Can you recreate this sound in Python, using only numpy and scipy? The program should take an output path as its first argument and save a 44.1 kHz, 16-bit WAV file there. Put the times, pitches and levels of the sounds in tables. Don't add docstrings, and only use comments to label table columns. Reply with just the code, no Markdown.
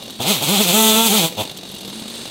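import sys
import numpy as np
from scipy import signal
from scipy.fft import rfft, irfft
from scipy.io import wavfile
from scipy.ndimage import uniform_filter1d

SR = 44100
rng = np.random.default_rng(int(sys.argv[2]) if len(sys.argv) > 2 else 0)


def transcribe(signal):
    frames = np.atleast_2d(signal).T
    limited = np.clip(frames, -1, 1)
    pcm = np.round(limited * 32767).astype(np.int16)
    wavfile.write(sys.argv[1], SR, pcm)


def linear_from_db(decibels):
    return 10 ** (np.asarray(decibels, float) / 20)


N = 101430

# freq_hz, level_db
TREE_SPECTRUM = [(120, -27), (350, -4), (900, -5.5), (1300, -17), (2000, -1.5), (3000, -8), (3500, -8),
                 (12000, -6)]
# start_s, muffler_hz, drone_db, puff_db, rustle_db
IDLE_COURSE = [(0, 215, -45, -31.5, -65), (.19, 215.5, -47, -36.5, -42.5), (1.3, 182.3, -41, -33, -51),
               (1.469, 186.4, -53, -34.5, -44), (1.62, 185.4, -48, -36, -50), (1.8, 195.3, -44, -34.5, -49),
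               (1.901, 193.8, -37, -32, -62), (1.93, 217.8, -38, -33, -38),
               (2.05, 216.3, -37.5, -34, -42.5), (2.12, 230, -42, -36.5, -34),
               (2.199, 231, -39, -33, -35.5), (2.3, 236, -57, -32.5, -39.5)]
# freq_hz, width_hz, level_db
CASING_MODES = [(2820, 28, -2.5), (3477, 150, -4.5), (3840, 110, -1), (4400, 90, -5), (4760, 92, -17),
                (6300, 73, -12)]
# freq_hz, density_db (per Hz)
IDLE_AIR_SPECTRUM = [(30, -26), (90, -12.5), (220, -3.5), (400, -7.5), (700, -13.5), (1700, -24),
                     (3600, -16), (15800, -34)]
# freq_hz, width_hz, level_db
NEEDLE_BANDS = [(1370, 5000, -5.5), (4270, 880, 5), (6500, 260, -2), (7360, 990, -2), (8800, 1330, -1.5)]
# start_s, peak_db, top_end_db (against the peak)
SNAP_EVENTS = [(0.032, -25, -3), (0.059, -27, -3), (0.083, -36, -11), (0.1024, -21, -4), (0.121, -30, -16),
               (0.137, -26, -16), (0.157, -27, -8), (0.1795, -30, -6), (1.51, -23.5, -6), (1.57, -18.5, -6),
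               (1.6584, -29, -8), (1.686, -21, -15), (1.712, -21.5, -1), (1.745, -21.5, -4),
               (1.7818, -20.5, -16), (1.8076, -20.5, -8), (1.8522, -24, 0), (1.8742, -24, -3),
               (1.889, -24, -6), (1.996, -22, -8), (2.078, -18.5, -14), (2.098, -22, -8), (2.1495, -20, -9),
               (2.271, -28, -8)]
# freq_hz, width_hz, level_db
THUMP_MODES = [(255, 70, 1.5), (514, 180, -2.5)]
# freq_hz, width_hz, level_db
SNAP_TOP_MODES = [(11500, 700, 1.4), (14600, 420, 0.2)]
# start_s, firing_hz, exhaust_db, hiss_db (chain and gas)
REV_BLIPS = [
    [(0.193, 106.3, -47, -61), (0.201, 111.6, -23, -30), (0.22, 124, -25.5, -22),
     (0.233, 132.4, -35, -22.5), (0.249, 124.2, -25, -27.5), (0.277, 176.2, -19.5, -17),
     (0.311, 216.6, -16.5, -16), (0.337, 179.2, -27.5, -18.5), (0.37, 138.1, -32, -20.5),
     (0.407, 100.3, -35, -27.5), (0.415, 98.3, -28.5, -15)],
    [(0.416, 115.6, -23, -31), (0.425, 134.7, -24, -18), (0.443, 153.8, -22, -17.5),
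     (0.455, 145.2, -32, -19), (0.471, 131.5, -24.5, -20), (0.491, 165.5, -20, -15),
     (0.517, 200.3, -20, -16.5), (0.543, 209.2, -18.5, -15.5), (0.58, 184.4, -20, -16)],
    [(0.58, 187.2, -8, -17), (0.604, 214.1, -17, -18.5), (0.614, 220.7, -15, -13.5),
     (0.624, 207.5, -24.5, -16.5), (0.648, 183, -26, -17), (0.66, 170.5, -22, -20.5),
     (0.682, 179.4, -21.5, -16), (0.71, 168.3, -20, -16.5), (0.72, 178.7, -24.5, -19)],
]
# start_s, firing_hz, exhaust_db, hiss_db (chain and gas)
WOOD_CUT = [
    [(0.72, 183.6, -21, -13), (0.742, 206.9, -16, -16.5), (0.77, 219.3, -17, -16),
     (0.85, 220.7, -17.5, -13.5), (0.945, 217, -17, -15.5), (0.985, 225.7, -16.5, -14.5),
     (1.04, 227.4, -20, -17.5)],
    [(1.04, 228, -16.5, -19), (1.066, 228.4, -18, -14), (1.098, 191.2, -25.5, -18.5),
     (1.104, 188.9, -20.5, -16.5), (1.144, 223.3, -18, -17), (1.182, 207, -20, -15),
     (1.218, 165.5, -21.5, -17), (1.254, 163.1, -19.5, -17.5), (1.29, 167.7, -45, -26.5)],
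    [(1.362, 103.3, -72, -56), (1.37, 103.3, -32.5, -34), (1.392, 107.4, -24.5, -25),
     (1.418, 103.9, -23, -23.5), (1.43, 95, -36, -29.5), (1.44, 99, -52, -21)],
]
# freq_hz, level_db
EXHAUST_RESPONSE = [(95, -3.5), (210, 2.5), (320, -2), (450, -1.5), (680, -1), (880, -2), (1080, -9.5),
                    (1320, -7)]
# freq_hz, density_db (per Hz)
GAS_RUMBLE = [(40, -11), (90, -5), (250, -2), (450, 6.5), (800, 6), (1300, 7), (1800, -6), (2400, -31)]
# freq_hz, width_hz, level_db
BODY_MODES = [(2500, 430, -4), (3165, 385, 1.5), (3920, 1020, -1.5), (6140, 880, -9.5), (8130, 1310, -7.5),
              (11000, 1800, -8), (15100, 5500, -13)]
# freq_hz, width_hz, level_db
CLUTCH_MODE = (1000, 700, -9)


def unit(x):
    return x / np.sqrt(np.mean(x ** 2))


def shape(points, hz):
    p = np.array(points)
    return linear_from_db(np.interp(np.log(hz + 1), np.log(p[:, 0]), p[:, 1]))


def noise(points=None):
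    x = rng.standard_normal(N)
    if points is None:
        return x
    return unit(irfft(rfft(x) * shape(points, np.arange(N // 2 + 1) * SR / N), N))


def ring(x, modes):
    total = 0
    for k, (hz, width_hz, level_db) in enumerate(modes):
        mode = signal.lfilter(*signal.iirpeak(hz, hz / width_hz, SR), x)
        total = total + (-1) ** k * linear_from_db(level_db) * mode
    return unit(total)


def walk(rate_hz):
    k = int(SR / rate_hz)
    steps = np.repeat(rng.standard_normal(N // 64), k)[:N]
    return unit(uniform_filter1d(uniform_filter1d(steps, k), k))


def fade(times, gains, tau_s, rise=0.17):
    x = np.zeros(N)
    np.add.at(x, np.clip((np.array(times) * SR).astype(int), 0, N - 1), gains)
    pole, soft = np.exp(-1 / (tau_s * SR)), np.exp(-1 / (rise * tau_s * SR))
    decay = signal.lfilter([1], [1, -pole], x)
    return signal.lfilter([1 - soft], [1, -soft], decay)


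def tree_echo(saw, t):
    decay_s, echo_db = .05, -11
    tail = noise(TREE_SPECTRUM)[:SR // 2] * np.exp(-t[:SR // 2] / decay_s)
    return linear_from_db(echo_db) * signal.fftconvolve(saw, tail / np.sqrt(np.sum(tail ** 2)))[:N]


def needle_rustle(rustle_db):
    return linear_from_db(rustle_db + 1.4 * walk(11.96)) * ring(noise(), NEEDLE_BANDS)


def muffler_drone(hz, gate):
    width_hz, sway_depth, throb = 8.3, .15, .15
    k = int(SR / width_hz)
    sway = uniform_filter1d(noise(), k) + 1j * uniform_filter1d(noise(), k)
    carrier = np.exp(2j * np.pi * np.cumsum(hz) / SR)
    return unit(np.real((1 + sway / np.std(sway) * sway_depth) * carrier) * (1 + throb * gate))


def thin_whine(t, gate):
    hz, width_hz, level_db, from_s, to_s = 10950, 150, -51, 1.69, 2.03
    on = uniform_filter1d(1. * (t > from_s) * (t < to_s), 3000)
    return linear_from_db(level_db) * on * gate * ring(noise(), [(hz, width_hz, 0)])


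def idle(t):
    firing_hz, scatter, scatter_db, puff_s = 44.96, 0.2223, 2.5, 0.0046
    air_db, casing_db = -2, -5
    rows = np.array(IDLE_COURSE)
    muffler_hz, drone_db, puff_db, rustle_db = (np.interp(t, rows[:, 0], rows[:, k]) for k in (1, 2, 3, 4))
    chance = rng.standard_normal((200, 2))
    times = np.cumsum(np.exp(scatter * chance[:, 0])) / firing_hz
    heard = times < t[-1]
    puffs = unit(fade(times[heard], linear_from_db(scatter_db * chance[:, 1])[heard], puff_s))
    gate = unit(puffs + 1.6)
    air = linear_from_db(air_db) * unit(puffs + 1.46) * noise(IDLE_AIR_SPECTRUM)
    casing = linear_from_db(casing_db) * ring(gate * noise(), CASING_MODES)
    engine = linear_from_db(drone_db) * muffler_drone(muffler_hz, gate) + linear_from_db(puff_db) * (air + casing)
    return engine + thin_whine(t, gate) + needle_rustle(rustle_db)


def snaps():
    tau_s, rise, trim_db, thump_db, top_max_db = .006, .45, -8, -9, -6
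    s, peak_db, top_db = np.array(SNAP_EVENTS).T
    body = ring(noise(), BODY_MODES[1:5]) + linear_from_db(thump_db) * ring(noise(), THUMP_MODES)
    low = fade(s, linear_from_db(peak_db + trim_db), tau_s, rise) * body
    high = fade(s, linear_from_db(peak_db + trim_db + np.minimum(top_db, top_max_db)), tau_s, rise)
    return low + high * ring(noise(), SNAP_TOP_MODES)


def gas_and_chain_hiss(puff, speed, rough, coast):
    highpass = signal.butter(4, 1500, "high", fs=SR, output="sos")
    gas = signal.sosfilt(highpass, ring(puff * noise(), BODY_MODES[:3]))
    gas = linear_from_db(-9.5 + 3 * (rough - 0.5)) * gas * linear_from_db(walk(30.44))
    chain_db = -3.5 + 3 * speed
    chain = linear_from_db(chain_db) * ring(ring(puff * noise(), BODY_MODES[3:]), [(9100, 22000, 0)])
    clutch = ring(ring(noise(), [CLUTCH_MODE]), [CLUTCH_MODE])
    return gas + chain * linear_from_db(walk(19.26)) + (1 - coast) * linear_from_db(CLUTCH_MODE[2]) * clutch


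def bell(f, hz, width_hz, order):
    return 1 / (1 + ((f - hz) / width_hz * 2) ** order)


def firing_harmonics(hz, phase, speed, rough, coast):
    roll_hz, edge_db_per_octave, lug_db_per_octave = 1480, 11.5, 8
    frame_hz = SR / 2048
    odd_db = -5 * np.clip(1 + 2.5 * speed, 0, 1)
    lug = linear_from_db(lug_db_per_octave * np.minimum(speed + .5, 0) * coast ** 2)
    tone, power = 0, 0
    for k in range(1, 37):
        f = k * hz
        pull = uniform_filter1d(np.round(f / frame_hz) * frame_hz - f, 700) * .9 * (k > 1)
        edge = np.where(f > 1050, linear_from_db(edge_db_per_octave * speed), 1)
        pipe = shape(EXHAUST_RESPONSE, f) / (1 + (f / roll_hz) ** 12) * edge
        shell = linear_from_db(-10.5) * bell(f, 3280, 1850, 10) + linear_from_db(-3.5) * bell(f, 3450, 260, 2)
        shell = shell + linear_from_db(-16.5 + 2 * edge_db_per_octave * speed) * bell(f, 1960, 100, 4)
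        gain = (pipe + shell / np.sqrt(rough)) * linear_from_db(3.5 if k == 1 else odd_db * (k % 2) * (k < 8))
        if k > 2:
            gain = gain * coast
        if 1 < k < 5:
            gain = gain * lug
        power = power + (gain * (f < roll_hz)) ** 2 / 2
        chance = np.minimum(walk(45 if k < 3 else 70), .6)
        waver_db = 1.3 * rough * min(k - .6, 2.2) ** .5 * chance
        glide_loss_db = (rough - 3) * (k > 1) + 1.3 * (rough - 2) * (k > 3)
        turns = k * phase + np.cumsum(pull) / SR + .8 * rng.random()
        tone = tone - gain * linear_from_db(waver_db - glide_loss_db) * np.cos(2 * np.pi * turns)
    return tone / np.sqrt(power)


def revs(t):
    pieces = REV_BLIPS + WOOD_CUT
    rows = np.vstack(pieces)
    rows = rows[np.diff(rows[:, 0], prepend=-1) > 0]
    hz, low_db, high_db = (uniform_filter1d(np.interp(t, rows[:, 0], rows[:, k]), 300) for k in (1, 2, 3))
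    sounding = sum((t > r[0][0]) & (t <= r[-1][0]) for r in pieces)
    on = uniform_filter1d(sounding.clip(0, 1) * 1., 300)
    phase = np.cumsum(hz * (1 + .0012 * walk(60.6))) / SR
    coast = linear_from_db(.6 * np.clip(low_db - high_db + 2, -14, 0))
    speed = np.log2(hz / 215)
    glide_hz_s = uniform_filter1d(np.abs(np.gradient(hz)) * SR, 1500)
    rough = 1 + 1.8 * np.tanh(glide_hz_s / 600)
    puff = 1 + .25 * np.cos(2 * np.pi * phase)
    tone = firing_harmonics(hz, phase, speed, rough, coast)
    rumble = linear_from_db(-17 + 2.5 * (rough - 1)) * puff * noise(GAS_RUMBLE)
    hiss = gas_and_chain_hiss(puff, speed, rough, coast)
    return on * (linear_from_db(low_db) * (tone + rumble) + linear_from_db(high_db) * hiss)


def scene():
    t = np.arange(N) / SR
    saw = revs(t)
    mix = saw + tree_echo(saw, t) + idle(t) + snaps()
    return np.array([mix, mix])


def band_limit(x):
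    return signal.sosfilt(signal.butter(12, 16100, fs=SR, output="sos"), x)


def record(dry):
    lowpass = signal.ellip(10, .2, 70, 15780, fs=SR, output="sos")
    mix = signal.sosfilt(lowpass, np.clip(dry, -1, 1))
    return band_limit(mix)


dry = scene()
out = record(dry)
transcribe(out)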